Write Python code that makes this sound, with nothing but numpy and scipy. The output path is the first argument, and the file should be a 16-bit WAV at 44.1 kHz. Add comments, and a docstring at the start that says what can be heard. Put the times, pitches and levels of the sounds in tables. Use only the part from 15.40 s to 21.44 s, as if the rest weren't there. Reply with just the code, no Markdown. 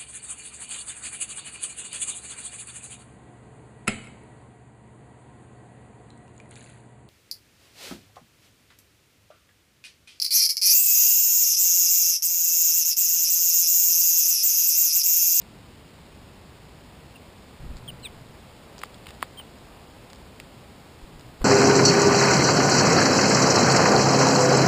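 """Steady outdoor hiss, then beaks ticking on seeds: finches feed in a plastic window feeder beside a small camera.
Ticks and foot shuffles are decaying tuned noise; the few short chirps are sliding sines.
Wings push gust pulses at the microphone and leave a low noise whirr; knocks on the tray, two of them loud,
are pulses with ringing modes and a rattle. The camera samples slowly, mirroring each sound into the treble."""
import sys
import numpy as np
from scipy import signal
from scipy.fft import rfft, irfft
from scipy.io import wavfile
from scipy.ndimage import uniform_filter1d

SR = 44100
rng = np.random.default_rng(int(sys.argv[2]) if len(sys.argv) > 2 else 0)


def inscribe(sig):
    """Save sig as 16-bit PCM at rate SR to the path in sys.argv[1].

    A 1-D sig is mono; a 2-D sig holds one channel per row.
    Samples are clipped to [-1, 1] before scaling.
    """
    pcm = np.round(np.clip(np.atleast_2d(sig).T, -1, 1) * 32767)
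    wavfile.write(sys.argv[1], SR, pcm.astype(np.int16))


N = 266496
TIME, FREQS = np.arange(N) / SR, np.fft.rfftfreq(N, 1 / SR)


def amp(db):
    """Decibels to gain."""
    return 10 ** (np.asarray(db) / 20)


def unit(x):
    """Scales to rms 1."""
    return x / np.sqrt(np.mean(x ** 2) + 1e-20)


def add(mix, start_s, sound):
    """Mixes a sound in at start_s, in place."""
    part = mix[max(round(start_s * SR), 0):][:len(sound)]
    part += sound[:len(part)]


def colour(x, points):
    """Filters by (f/Hz, gain/dB) points, interpolated over log frequency."""
    hz, db = np.transpose(points)
    gain_db = np.interp(np.log(FREQS + 1), np.log(hz + 1), db)
    return irfft(rfft(x) * amp(gain_db), N)


def noise(spectrum):
    """Steady noise of one colour, rms 1."""
    return unit(colour(rng.standard_normal(N), spectrum))


def butter2(x, cutoff_hz, kind="low"):
    """Second-order Butterworth filter."""
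    return signal.sosfilt(signal.butter(2, cutoff_hz, kind, fs=SR, output="sos"), x)


# Outdoor rumble and microphone hiss, relative density: (f/Hz, level/dB)
HISS_SPECTRUM = [(15, -19), (35, -6.5), (68, 1), (100, -2.5), (135, -2), (250, -5), (340, -8.5),
                 (500, -11.5), (1000, -14), (1450, -19), (2500, -18.5), (3500, -20), (5000, -21.5)]
HISS_DB = -47
# Tree rustle as a breeze gets up, before BREEZE_GAIN_DB: (t/s, level/dB)
BREEZE_LEVEL = [(0, -60), (1.5, -49), (2.3, -48.5), (3.4, -44.5), (5.2, -46.5), (6.04, -46.5)]
# Tree rustle, relative density: (f/Hz, level/dB)
BREEZE_SPECTRUM = [(100, -32), (400, 5.5), (700, 2.5), (1100, -2), (1700, -8), (5000, -11)]
BREEZE_GAIN_DB = -7


def outdoor_air():
    """Constant coloured noise, plus leaf-rustle noise whose level follows the breeze."""
    hiss = amp(HISS_DB) * noise(HISS_SPECTRUM)
    breeze_db = BREEZE_GAIN_DB + np.interp(TIME, *np.transpose(BREEZE_LEVEL))
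    return hiss + amp(breeze_db) * noise(BREEZE_SPECTRUM)


# Beaks and claws on seed husks: (t/s, level/dB, centre f/Hz, ring t60/s)
TICKS = [(0.0166, -39, 4380, 0.014), (2.369, -36.5, 3950, 0.0069), (3.3816, -34, 5200, .006),
         (3.3907, -29.5, 6200, .008), (3.394, -35, 6240, 0.0082), (3.416, -41, 3250, .02),
         (3.4334, -31, 4200, .0041), (3.6692, -32.5, 2600, 0.01), (3.6825, -44, 2700, 0.025),
         (3.6875, -37, 2700, 0.018), (3.7, -43, 4000, 0.0046), (3.7058, -36, 2600, 0.015),
         (3.809, -41, 3170, .008), (3.8228, -31, 3300, 0.0039), (3.844, -45, 3800, .011),
         (4.185, -44.5, 4800, .012), (4.701, -39, 4730, .016), (4.732, -32.5, 5900, 0.0069),
         (5.0003, -31.5, 3200, 0.012), (5.796, -40, 5900, .01), (5.81, -44, 4200, .013)]


def seeds(half_width_hz=1250, scatter_db=-19, scatter_t60_s=0.075):
    """A husk snaps in a brief, broadly tuned burst, and the seeds around it shift."""
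    out, t = np.zeros(N), TIME[:SR // 12]
    f = np.fft.rfftfreq(len(t), 1 / SR)
    for start_s, db, centre_hz, t60_s in TICKS + shuffles():
        resonance = 1 / (1 + 1j * (f ** 2 - centre_hz ** 2) / (2 * half_width_hz * f + 1))
        grit = unit(irfft(rfft(rng.standard_normal(len(t))) * resonance, len(t)))
        snap = amp(-60 * t / t60_s)
        scatter = amp(scatter_db - 60 * t / scatter_t60_s)
        fall = snap + scatter
        add(out, start_s, amp(db) * unit(grit * fall) * np.sqrt(np.mean(fall ** 2)))
    return out


# Whistled notes; the overlapping two are the two sides of one syrinx:
# (t/s, length/s, first f/Hz, last f/Hz, bend: 1 = straight, more = late fall,
#  peak level/dB, peak place/0-1, swell/dB)
CHIRPS = [(1.749, .021, 2880, 2630, 1.2, -47, 0.58, 9), (2.4775, 0.028, 3350, 2820, 0.97, -36, 0.46, 4),
          (2.627, .049, 4230, 3060, 1.65, -35, 0.62, 13), (2.632, 0.043, 3160, 2210, 0.72, -40, 0.64, 11),
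          (3.9725, 0.043, 3160, 2780, 3.3, -38.5, 0.5, 9)]
SWELL_WIDTH = 0.26  # share of a note


def chirp(start_s, length_s, first_hz, last_hz, bend, db, peak, swell_db, waver=0.0039, flutter_db=1.8):
    """A nearly pure whistle swells once as it slides down; pitch and strength tremble a little."""
    t = np.arange(0, length_s, 1 / SR)
    u = t / length_s
    # Noise smoothed over 90 samples
    tremble, flutter = (unit(uniform_filter1d(rng.standard_normal(N), size=90))[:len(t)] for _ in range(2))
    slide_hz = first_hz + (last_hz - first_hz) * u ** bend
    turns = np.cumsum(slide_hz * (1 + waver * tremble)) / SR
    swell = np.exp(-((u - peak) / SWELL_WIDTH) ** 2) - 1
    level = amp(db + swell_db * swell + flutter_db * flutter)
    level = level * signal.windows.tukey(len(t), 0.05)
    return start_s, np.sqrt(2) * level * np.sin(2 * np.pi * turns)


def chirps():
    """Places every whistled note."""
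    out = np.zeros(N)
    for row in CHIRPS:
        add(out, *chirp(*row))
    return out


# Birds flying close to the microphone:
# (t/s, close pass/s, peak gust level/dB, eddy share, whirr level at t/dB, whirr length/s)
FLIGHTS = [(2.21, 0.155, -34, .27, -47.5, .68), (5.636, .02, -34, 0.24, -58.5, .2),
           (5.757, .02, -41, 0.28, -58.5, .1), (6.023, .02, -20, 0.18, -38.5, .1)]
# Wing whirr, relative density: (f/Hz, level/dB)
WHIRR_SPECTRUM = [(20, -5), (95, -33), (117, 4.5), (138, 0), (160, 1), (200, -16), (240, -7), (310, -20),
                  (1000, -19), (5000, -39)]
WINGBEAT_S, UPSTROKE_S = 0.0535, 0.0376  # beat period; downstroke-to-upstroke delay
GUST_HALF_S, PASS_FADE_DB = 0.0048, -5.5  # gust half length; loss at either end of a pass
WHIRR_ATTACK_S, WHIRR_SAG_DB_PER_S, WHIRR_RELEASE_S = 0.031, -7.5, 0.43


def wings(eddy_cutoff_hz=160):
    """Each stroke pushes air at the microphone, then draws it back, shedding eddies; a low whirr lingers."""
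    eddies = unit(butter2(rng.standard_normal(N), eddy_cutoff_hz))
    whirr, out = noise(WHIRR_SPECTRUM), np.zeros(N)
    for start_s, pass_s, gust_db, eddy_share, whirr_db, whirr_s in FLIGHTS:
        t = TIME - start_s
        attack = np.clip(1 + t / WHIRR_ATTACK_S, 0, 1)  # full at start_s
        release = np.clip(1 - (t - whirr_s) / WHIRR_RELEASE_S, 0, 1)
        sagging_db = whirr_db + WHIRR_SAG_DB_PER_S * np.maximum(t, 0)
        out += whirr * attack * release * amp(sagging_db)
        downstrokes = np.arange(0, pass_s, WINGBEAT_S)
        upstrokes = np.arange(UPSTROKE_S, pass_s, WINGBEAT_S)
        for stroke_s in np.r_[downstrokes, upstrokes]:
            u = (t - stroke_s) / GUST_HALF_S
            db = gust_db + PASS_FADE_DB * (2 * stroke_s / pass_s - 1) ** 2
            out += amp(db) * (eddy_share * eddies - u) * np.exp((1 - u ** 2) / 2)
    return out


# Feet shuffling in the seeds: (t/s, length/s, mean level/dB, centre f/Hz)
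SHUFFLES = [(2.373, .022, -44, 4400), (3.354, .01, -46, 3500), (3.397, .06, -47, 3800),
            (3.541, .01, -44, 3500), (3.658, .05, -46, 2800), (3.731, .02, -50, 3600),
            (4.738, .02, -49, 4400), (6.012, .025, -47, 3400)]
SHUFFLE_GAP_S, SHUFFLE_SPREAD_DB, SHUFFLE_T60_S = 0.011, 3.5, 0.017


def shuffles():
    """Shuffling feet make runs of ticks for seeds(): one per gap, at a chance moment and strength."""
    ticks = []
    for start_s, length_s, db, centre_hz in SHUFFLES:
        slots_s = np.arange(start_s, start_s + length_s, SHUFFLE_GAP_S)
        for slot_s, (late, force) in zip(slots_s, rng.random(size=(40, 2))):
            tick_db = db + SHUFFLE_SPREAD_DB * (2 * force - 1)
            ticks.append((slot_s + SHUFFLE_GAP_S * late, tick_db, centre_hz, SHUFFLE_T60_S))
    return ticks


# Blows on the tray: (t/s, pulse level/dB, contact time/s, ring re pulse/dB, pitch factor of the spot hit)
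KNOCKS = [(3.3812, -38, .00015, 8, 0.85), (3.4168, -29, 0.00011, -4, 0.92),
          (3.4358, -16, 0.00012, 3.5, 1.154), (3.6684, -28, 0.00012, -18, 0.93),
          (3.8274, -11, 0.00013, 4.5, 1.07), (3.999, -30, 0.000097, 2.5, 0.89),
          (4.7325, -35, 0.00013, -4, 0.82), (5.0008, -34, 0.00012, 2, 0.95),
          (6.016, -32.5, 0.00061, 10.5, 1.03)]
# Tray modes before the pitch factor: (f/Hz, relative level/dB, t60/s)
TRAY_MODES = [(705, -14.5, 0.011), (1013, -4.5, 0.0088), (1205, -25, 0.014), (1820, -7, 0.004),
              (2500, -26, 0.0056), (3270, -22, 0.013), (4200, -23, 0.018), (4800, -45, 0.0095)]


def tray(rattle_db=-32, rattle_t60_s=0.076, rattle_cutoff_hz=3600, spread_s=0.00034, bass_cut_hz=280):
    """The jolted wall sends out one pulse, rings and rattles its seeds; a longer contact is duller."""
    out, t = np.zeros(N), TIME[:SR // 12]
    for hit_s, db, contact_s, ring_db, pitch in KNOCKS:
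        u = (TIME - hit_s) / contact_s
        out += amp(db) * (u ** 2 - 1) * np.exp(-u ** 2 / 2)
        ring = np.zeros(len(t))
        for mode_hz, mode_db, t60_s in TRAY_MODES:
            ring += amp(mode_db - 60 * t / t60_s) * np.sin(2 * np.pi * mode_hz * pitch * t)
        ring *= 1 - np.exp(-t / spread_s)  # the bending wave takes a moment to spread
        grit = unit(butter2(rng.standard_normal(len(t)), rattle_cutoff_hz))
        rattle = grit * amp(rattle_db - 60 * t / rattle_t60_s)
        body = butter2(ring + rattle, bass_cut_hz, "high")  # a small wall radiates little bass
        add(out, hit_s + np.sqrt(3) * contact_s, amp(db + ring_db) * body)
    return out


def scene():
    """Birds and feeder, close and dry, over the outdoor air."""
    return (outdoor_air() + seeds() + chirps() + wings() + tray())[None]


# Camera response ahead of the sampler: (f/Hz, gain/dB)
INPUT_RESPONSE = [(20, 3), (5050, -0.5), (5500, -5), (6000, -16), (6500, -32), (7500, -78)]
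# Camera output colour: (f/Hz, gain/dB)
OUTPUT_RESPONSE = [(20, -1), (9000, 0), (11000, 0.5), (14000, 1)]
SAMPLER_HZ, EDGE_HZ = 12000, 15400  # sampling rate; band limit


def record(dry):
    """Slow sample-and-hold mirrors sounds about its sampling rate; output colour and band limit follow."""
    band = colour(dry[0], INPUT_RESPONSE)
    mirrored = band * (1 + 2 * np.cos(2 * np.pi * SAMPLER_HZ * TIME))
    held = irfft(rfft(mirrored) * np.sinc(FREQS / SAMPLER_HZ), N)  # loss from holding each sample
    edge = signal.firwin(511, EDGE_HZ, window=("kaiser", 9), fs=SR)
    return signal.oaconvolve(colour(held, OUTPUT_RESPONSE), edge, "same")[None]


dry = scene()
out = record(dry)
inscribe(out)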